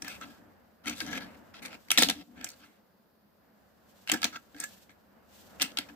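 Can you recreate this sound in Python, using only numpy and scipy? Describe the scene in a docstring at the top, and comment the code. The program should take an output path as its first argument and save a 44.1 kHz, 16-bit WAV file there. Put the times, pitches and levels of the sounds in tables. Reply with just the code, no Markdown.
"""A sleeve brushes and skin rustles on paint, and at once a small die-cast car clacks in quick clusters:
fingers turn, tip and set it down on a wooden desk, close to a phone's two microphone ports in a quiet room.
Clacks are short blows that ring car and desk resonances, scuffs are gritty noise through the same car,
and rolling wheels drum the desk top. Sleeve, skin, low rumble and hiss are shaped noise;
the room answers the car briefly with decaying noise echoes."""
import sys
import numpy as np
from scipy import signal
from scipy.fft import rfft, irfft
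from scipy.io import wavfile
from scipy.ndimage import uniform_filter1d

SR = 44100
rng = np.random.default_rng(int(sys.argv[2]) if len(sys.argv) > 2 else 0)


def digitize_waveform(pressure):
    """Quantize a signal to 16-bit integers and store it at the path in sys.argv[1].

    Rows of a 2-D input are taken as channels; values are limited to [-1, 1].
    """
    field = np.atleast_2d(pressure).T
    bounded = np.clip(field, -1, 1)
    quanta = np.round(bounded * 32767).astype(np.int16)
    wavfile.write(sys.argv[1], SR, quanta)


def invert_db(x):
    """Field ratio 10**(x/20) for x, a level in decibels (scalar or array-like)."""
    u = np.asarray(x, float) / 20
    return 10 ** u


N = 262395
TIME = np.arange(N) / SR
SIDES = np.array([[1], [-1]])  # sign for left and right
DESK_TILT_DB = 2.0  # the desk is raised this much at the left port and lowered as much at the right


def unit(x):
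    """Scale to rms 1."""
    return x / np.sqrt(np.mean(x ** 2))


def shape(points, size):
    """Gain at each frequency of a (Hz, dB) outline, joined over log frequency."""
    hz, db = np.transpose(points)
    f = np.fft.rfftfreq(size, 1 / SR) + 1
    return invert_db(np.interp(np.log(f), np.log(hz), db))


def through(x, response):
    """Filter by a frequency response."""
    return irfft(rfft(x) * response, x.shape[-1])


def follow(points):
    """Join a table of (seconds, dB) into a level at every sample."""
    return np.interp(TIME, *np.transpose(points))


def pair(size, alike):
    """Left and right noise with this correlation: a shared part plus an opposed part."""
    mid, side = rng.standard_normal((2, size))
    return np.sqrt(1 + alike) * mid + np.sqrt(1 - alike) * side * SIDES


def walk(rate):
    """Random levels held 1 / rate seconds and slewed twice; spread near 1."""
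    hold = int(SR / rate)
    steps = np.repeat(rng.standard_normal(N // hold + 1), hold)
    slewed = uniform_filter1d(uniform_filter1d(steps, hold), hold)
    return 1.3 * slewed[:N]


def ringing(modes, size, lift_db=0., phase=None):
    """Response of a sum of damped resonances; neighbours oppose each other unless phases are given."""
    f = np.fft.rfftfreq(size, 1 / SR)[:, None] + 1
    hz, width, db = np.transpose(modes)
    if phase is None:
        phase = np.pi * np.arange(len(hz))
    strength = np.exp(1j * phase) * invert_db(db + lift_db)
    return np.sum(strength / (1 + 1j * (f ** 2 - hz ** 2) / (f * width)), axis=1)


# Spectrum of the brushing sleeve. Each row: frequency in Hz, level in dB.
SLEEVE_SPECTRUM = [(88, -33.5), (150, -10.5), (198, 0.5), (394, -10.5), (559, -5.5), (1160, -13),
                   (1640, -13), (2310, -22.5), (3000, -26.5), (3900, -41.5), (6600, -120)]
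# The arm moving, heard in the sleeve. Each row: time in seconds, level in dB.
SLEEVE_LEVEL = [(0.0, -57), (0.21, -55), (0.6, -63), (0.78, -66.5), (0.89, -58), (1.14, -49.5), (1.41, -59),
                (1.76, -58), (1.84, -65.5), (1.97, -51.5), (2.14, -54.5), (2.27, -70), (2.37, -58.5),
                (2.969, -71.5), (3.3, -69.5), (4.04, -62), (4.242, -54.5), (4.39, -65), (4.66, -61),
                (4.87, -64), (5.141, -64.5), (5.39, -58.5), (5.7, -55.5), (5.95, -57.5)]


def sleeve():
    """The sleeve brushes: mostly low and middle noise that wavers as the arm moves."""
    cloth = unit(through(pair(N, alike=0.21), shape(SLEEVE_SPECTRUM, N)))
    return cloth * invert_db(1.5 * walk(10)) * invert_db(follow(SLEEVE_LEVEL))


# Spectrum of skin on paint. Each row: frequency in Hz, level in dB.
SKIN_SPECTRUM = [(1180, -28.5), (2000, -14), (2930, -6), (6040, -9), (7980, -9.5), (9330, -17.5),
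                 (14800, -8), (16000, -36.5)]
# Skin sliding on the paint. Each row: time in seconds, level in dB.
RUSTLE = [(0.0, -68), (0.06, -59), (0.33, -64.5), (0.44, -74.5), (0.85, -83.5), (1.03, -72), (1.35, -70),
          (1.5, -72.5), (1.65, -75.5), (1.9, -67), (2.07, -64), (2.2, -66), (2.41, -80), (2.56, -63.5),
          (2.78, -80.5), (3.16, -85.5), (3.8, -76), (3.97, -66), (4.35, -67), (4.5, -71), (4.69, -55),
          (4.83, -63.5), (4.91, -78.5), (5.22, -81), (5.35, -58.5), (5.55, -65.5), (5.65, -64), (5.95, -67)]


def rustle():
    """Skin hisses over the paint: high noise with a quick random flutter of level."""
    flutter = invert_db(2.0 * walk(90))
    skin = unit(through(pair(N, alike=0.1) * flutter, shape(SKIN_SPECTRUM, N)))
    return invert_db(follow(RUSTLE)) * skin


def rumble():
    """Arm and wheels shake the desk a little: low noise following the sleeve and the rolling."""
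    arm_db, roll_db = -10.5, -22.5  # relative to the sleeve and to the rolling
    outline = [(20, -27.5), (45, -17.0), (70, -1.5), (120, -8.0), (200, -22.5), (400, -57.5)]
    low = unit(through(pair(N, alike=0.8), shape(outline, N)))
    arm = invert_db(follow(SLEEVE_LEVEL) + arm_db + 0.99 * walk(13))
    shake = np.hypot(arm, invert_db(roll_db) * rolling())
    return invert_db(DESK_TILT_DB * SIDES) * shake * low


# Spectrum of the quiet room and the microphone's hiss. Each row: frequency in Hz, level in dB per Hz.
AIR_SPECTRUM = [(18, -73.5), (30, -39), (59, -32), (124, -21.5), (221, -4), (259, -21.5), (355, -16.5),
                (473, -15), (866, -21.5), (1100, -20), (2010, -37), (4780, -28), (7670, -47.5),
                (14000, -25), (16000, -38.5)]


def air():
    """Room rumble, much the same at both ports, and unrelated microphone hiss."""
    shared = shape([(300, 10.0), (1400, -23.0)], N)
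    noise = through(rng.standard_normal(N), shared) * 1.3 + rng.standard_normal((2, N))
    # the division evens out what the shared part adds before the spectrum is laid on
    outline = shape(AIR_SPECTRUM, N) / np.sqrt(1 + 0.99 * shared ** 2)
    return invert_db(-69.5) * unit(through(noise, outline))


# Resonances of the car. Each row: frequency in Hz, width in Hz, level in dB.
CAR = [(760, 400, -5), (1340, 72, 5), (1630, 85, 3), (1710, 29, 3), (2150, 380, 1.5), (2627, 250, -0.5),
       (3200, 260, -1.5), (3650, 1300, -2), (4370, 110, 0), (4700, 250, -3), (5700, 670, -3),
       (6300, 310, -7.5), (7250, 650, -6.5), (8170, 370, -5.5), (10730, 480, -20), (12130, 2000, -16.5),
       (14560, 2300, -14.5)]


def struck(size, near_hz, treble_db, lift_db, reach):
    """The car's response: parts tuned near the contact ring most, and alone when it is soft and dull."""
    hz = np.array(CAR)[:, 0]
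    soft = np.clip(-(treble_db + 18) / 26, 0, 1)
    narrow = reach * (1 - 0.7 * soft ** 2)  # in log frequency
    near_db = (lift_db + 8 * soft) * np.exp(-(np.log(hz / near_hz) / narrow) ** 2)
    # the treble setting works fully an octave above 3800 Hz; -14 leaves the treble as it is
    bright_db = (treble_db + 14.0) * np.clip(np.log2(hz / 3800), 0, 1)
    # each part starts to swing up or down at random
    swing = np.pi * rng.integers(0, 2, len(hz))
    return ringing(CAR, size, near_db + bright_db, swing)


# Resonances of the desk top, also drummed by the wheels. Each row: frequency in Hz, width in Hz, level in dB.
DESK = [(126.1, 25, -24), (175.9, 21, -7), (238.6, 16, 4.5), (292.7, 20, 5), (452, 60, -8.5),
        (503, 56, -4.5), (727, 44, -1), (933, 43, -10)]
# Clacks of car on desk. Each row: start in seconds, peak of the ring in dB, frequency in Hz of the part
# of the car that rings most, treble setting in dB, desk thump relative to that peak in dB.
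CLACKS = [(0.0204, -24, 6250, -15, -30), (0.045, -32, 1250, -11, -28), (0.0798, -26, 1680, -4, -18),
          (0.211, -31.5, 1340, -16, -19), (0.857, -33, 2210, -18, -28), (0.8706, -27, 3250, -11, -20),
          (0.8812, -22, 3200, -9, -22), (0.8953, -22, 3540, -0.5, -37), (1.0031, -19, 4150, -20, -30),
          (1.009, -25.5, 1580, -21, -45), (1.064, -30.5, 5700, -20, -27), (1.128, -32.5, 1530, -11, -4.5),
          (1.1749, -24.5, 2150, -16, -12), (1.207, -45, 1910, -27, -31), (1.5386, -43, 1411, -36, -17),
          (1.6507, -30.5, 1915, -34, -16.5), (1.6574, -29, 3630, -13, -27), (1.6804, -37.5, 2627, -28, -15),
          (1.7281, -35.5, 1340, -32, -22.5), (1.7428, -37, 2200, -26.5, -17), (1.884, -39, 2150, -13, -22),
          (1.9041, -9, 3760, -16, -40), (1.9145, -4, 2620, -6.5, -44.5), (1.9749, -4, 3560, -13.5, -31),
          (1.9824, -2.5, 3920, -7.5, -23.5), (1.988, -9.5, 6700, -9.5, -18.5),
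          (1.9986, -17.5, 3500, -11.5, -19), (2.0205, -11, 3460, -9.5, -9), (2.0228, -5, 3200, -3.5, -18.5),
          (2.0323, -5, 3670, -9.5, -24), (2.0428, -21.5, 3480, -20, -13), (2.086, -15, 3550, -18.5, -16.5),
          (2.0976, -11.5, 3650, -19, -18), (2.1082, -23, 3340, -22, -14.5), (2.4105, -34, 2390, -22, -16),
          (2.4428, -20, 6730, 0, -37.5), (2.4716, -37, 5960, -14, -26), (2.4877, -28.5, 5000, 2, -50),
          (2.5014, -35.5, 4830, 0, -36.5), (2.5153, -42, 7250, 2, -30), (4.0739, -26, 2520, -23, -41),
          (4.0824, -28, 3150, -19, -35), (4.0908, -23, 2150, -10, -29), (4.096, -13, 2700, -18.5, -47.5),
          (4.116, -6, 2770, -1, -43), (4.1211, -17, 2600, -9, -26.5), (4.1356, -19, 1630, -7.5, -18.5),
          (4.141, -18, 1820, -4, -19.5), (4.2171, -24, 3860, -17.5, -26),
          (4.229, -15.5, 1500, -11.5, -25.5), (4.242, -9, 3770, -15, -22),
          (4.2509, -16.5, 5800, -24.5, -23), (4.358, -32, 2730, -21, -15.5),
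          (4.545, -42.5, 1650, -26.5, -11.5), (4.6002, -21, 7250, 17, -33), (4.563, -42, 1630, -12, -14),
          (4.621, -41, 7250, 5, -33), (4.6355, -28, 1710, -46, -40), (4.6384, -21, 7250, 5, -43),
          (4.8928, -47, 1730, -21.5, -9.5), (5.5975, -27.5, 2480, -27, -21), (5.611, -20, 3200, -20, -23),
          (5.6175, -9, 4030, -3, -44), (5.6241, -11.5, 2730, -2, -33), (5.717, -40.5, 3200, -18, -12),
          (5.7713, -14.5, 3200, -18.5, -46), (5.7857, -14, 3320, -15, -26.5), (5.887, -40, 1650, -23, -36)]


def clacks(size=8192):
    """Each contact swells in a few ms, leaves a quieter tail of tens of ms, rings the car and thumps the desk."""
    out, t = np.zeros((2, N + size)), np.arange(size) / SR
    push = t * np.exp(-t / 0.00014)  # the desk feels one short blow
    thump = through(push, ringing(DESK, size))
    thump = thump / np.abs(thump).max() * invert_db(DESK_TILT_DB * SIDES)
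    u = t / 0.0018  # time scale of a contact's swell, s
    blow = u ** 1.3 * np.exp(-u * 1.5) * 6
    tail = invert_db(-14.5) * np.exp(-t / 0.022) * (1 - np.exp(-u)) ** 2
    for start, peak_db, near_hz, treble_db, desk_db in CLACKS:
        chatter = (blow + tail) * pair(size, alike=0.38)
        ring = through(chatter, struck(size, near_hz, treble_db, lift_db=11.5, reach=0.19))
        ring = ring / np.abs(ring).max()
        i = int(start * SR)
        out[:, i:i + size] += invert_db(peak_db) * (ring + invert_db(desk_db) * thump)
    return out[:, :N]


# Wheels rolling on the desk. Each row: time in seconds when full level is reached,
# time held there in seconds, level in dB.
ROLLS = [(0.024, 0.038, -50), (0.093, 0.08, -63), (0.231, 0.089, -54), (0.388, 0.089, -62.5),
         (0.865, 0.064, -41.5), (1.019, 0.031, -43), (1.077, 0.098, -43), (1.21, 0.036, -50),
         (1.27, 0.018, -54.5), (1.344, 0.084, -60), (1.63, 0.016, -52.5), (1.688, 0.077, -64),
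         (1.922, .02, -57), (1.994, 0.042, -36.5), (2.071, 0.04, -37.5), (2.161, 0.05, -48),
         (2.28, 0.065, -55), (2.375, 0.076, -50.5), (2.603, .10, -66.5), (4.129, 0.018, -32),
         (4.243, 0.027, -45), (4.323, 0.038, -58), (4.553, 0.0069, -50.5), (4.606, .02, -56),
         (5.617, 0.031, -45), (5.787, 0.0088, -46.5), (5.902, .035, -53)]


def rolling():
    """Gain of the rolls: each rises fast, holds and dies away."""
    rise_db_per_s, fall_db_per_s = 1198, 448.5
    start, length, db = np.transpose(ROLLS)[:, :, None]
    t = TIME[::16]
    before = np.maximum(start - t, 0)
    after = np.maximum(t - start - length, 0)
    fade_db = rise_db_per_s * before + fall_db_per_s * after
    gain = np.sqrt(np.sum(invert_db(db - fade_db) ** 2, axis=0))
    return np.interp(TIME, t, gain)


def drumming():
    """Rolling wheels keep the desk top humming evenly at its lowest tones."""
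    lowest = shape([(320, -1.0), (480, -13.5)], N)
    drum = through(pair(N, alike=0.88), ringing(DESK, N) * lowest)
    power = uniform_filter1d(np.mean(drum ** 2, axis=0), size=700)
    drum = unit(drum / np.sqrt(power))  # evens out the hum's own swells
    return drum * rolling() * invert_db(DESK_TILT_DB * SIDES)


# Tyres and sills scuffing the desk. Each row: start in seconds, length in seconds,
# level at the start in dB, level at the end in dB, frequency in Hz of the part that rings most.
SCUFFS = [(0.047, 0.035, -47, -45, 1630), (0.085, 0.085, -43.5, -56, 2820), (.214, .024, -42, -43.5, 1340),
          (0.247, 0.15, -57.5, -73, 1510), (0.833, 0.078, -64, -45, 1340), (0.862, 0.077, -40, -45.5, 2450),
          (.945, .12, -49.5, -53, 3400), (1.008, 0.015, -35, -47, 2040), (1.043, .14, -48, -43.5, 1800),
          (1.120, 0.05, -53, -47.5, 1960), (1.199, 0.068, -43.5, -58, 1710),
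          (1.258, 0.097, -59.5, -64, 2120), (1.536, 0.057, -53, -55.5, 2870),
          (1.618, .072, -46.5, -57, 2010), (1.696, 0.058, -54.5, -54.5, 2573),
          (1.901, 0.065, -38, -46, 2200), (1.978, 0.092, -26.5, -37.5, 3700), (2.087, .05, -32, -55, 2870),
          (2.143, 0.075, -58, -54.5, 3200), (2.354, .097, -63, -51, 1580), (2.457, 0.047, -52, -64, 2250),
          (2.485, 0.055, -54, -64, 4700), (2.588, 0.053, -68.5, -56, 1440), (2.638, 0.15, -64, -77.5, 2250),
          (4.098, 0.06, -45, -44.5, 1630), (4.165, 0.049, -43, -61.5, 1720), (4.239, .091, -35, -68, 2500),
          (4.32, 0.043, -52.5, -42.5, 1340), (4.565, 0.078, -60, -45.5, 1540),
          (4.601, 0.026, -42, -55, 6300), (4.897, .035, -58, -78, 2170), (5.602, 0.11, -35, -58.5, 2600),
          (5.772, 0.084, -40, -70, 2250), (5.886, 0.027, -44.5, -69, 1690)]


def scuffs(size=8192):
    """Stick and slip: a rubbing hiss with scattered ticks, coloured by the car."""
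    out, t = np.zeros((2, N + size)), np.arange(size) / SR
    # about 400 slips a second, each dying over 0.47 ms
    slips = (rng.random(N) < 400 / SR) * invert_db(1.9 * rng.exponential(size=N))
    slips = signal.lfilter([1], [1, -np.exp(-1 / (0.00047 * SR))], slips)
    grit = np.pad(unit((1.1 + slips) * invert_db(1.8 * walk(70))), (0, size))
    for start, length, start_db, end_db, near_hz in SCUFFS:
        # scuffs that ring higher parts are brighter
        treble_db = -21 + 5 * np.log2(near_hz / 2000)
        colour = struck(size, near_hz, treble_db, lift_db=10.5, reach=0.16)
        edges = np.clip(t / 0.008, 0, 1) * np.clip((length - t) / 0.013 + 1, 0, 1)
        level = invert_db(np.interp(t, [0, length], [start_db, end_db]))
        i = int(start * SR)
        rub = pair(size, alike=0.46) * grit[i:i + size] * edges * level
        out[:, i:i + size] += through(rub, colour) / np.sqrt(np.mean(np.abs(colour) ** 2))
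    return out[:, :N]


def room(x, size=24000):
    """Diffuse echoes that start after a few ms; the treble dies first."""
    t = np.arange(size) / SR

    def fade(t60):
        return np.exp(-np.log(1000) * t / t60) * (1 - np.exp(-t / 0.0021))

    low = through(rng.standard_normal((2, size)), shape([(1500, -3.5), (6000, -6)], size))
    bright = 1.2 * rng.standard_normal((2, size))
    echo = low * fade(0.21) + bright * fade(0.16)  # seconds to fall by 60 dB
    echo = echo / np.sqrt(np.sum(echo ** 2, axis=1, keepdims=True))
    return invert_db(-14) * signal.fftconvolve(x.mean(axis=0, keepdims=True), echo, axes=1)[:, :N]


# Where the car is between the ports. Each row: time in seconds, left minus right in dB.
PLACE = [(0.0, 2.5), (0.5, -0.5), (0.61, 3.0), (2.67, -0.5), (3.25, -3), (3.73, -0.5), (5.95, 0.5)]


def scene():
    """The car reaches the left port a little first; hands and air lie under it."""
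    lag_s = 0.00009  # right port behind left
    placed = (clacks() + scuffs()) * invert_db(follow(PLACE) / 2 * SIDES)
    car = placed + drumming()
    late = np.exp(1j * np.pi * np.fft.rfftfreq(N, 1 / SR) * lag_s * SIDES)
    hands = sleeve() + rustle() + rumble()
    return through(car, late) + room(car) + hands + air()


def roll_off(x):
    """The treble ends steeply here."""
    return signal.sosfilt(signal.butter(12, 16820, fs=SR, output="sos"), x)


def record(dry):
    """The highest treble is cut steeply above about 15.5 kHz."""
    tilt = shape([(7500, 0), (11500, 0.12)], N)  # practically flat
    top = shape([(15500, 0), (15800, -12), (16800, -40)], N)
    mix = through(dry, tilt * top)
    return roll_off(mix)


dry = scene()
out = record(dry)
digitize_waveform(out)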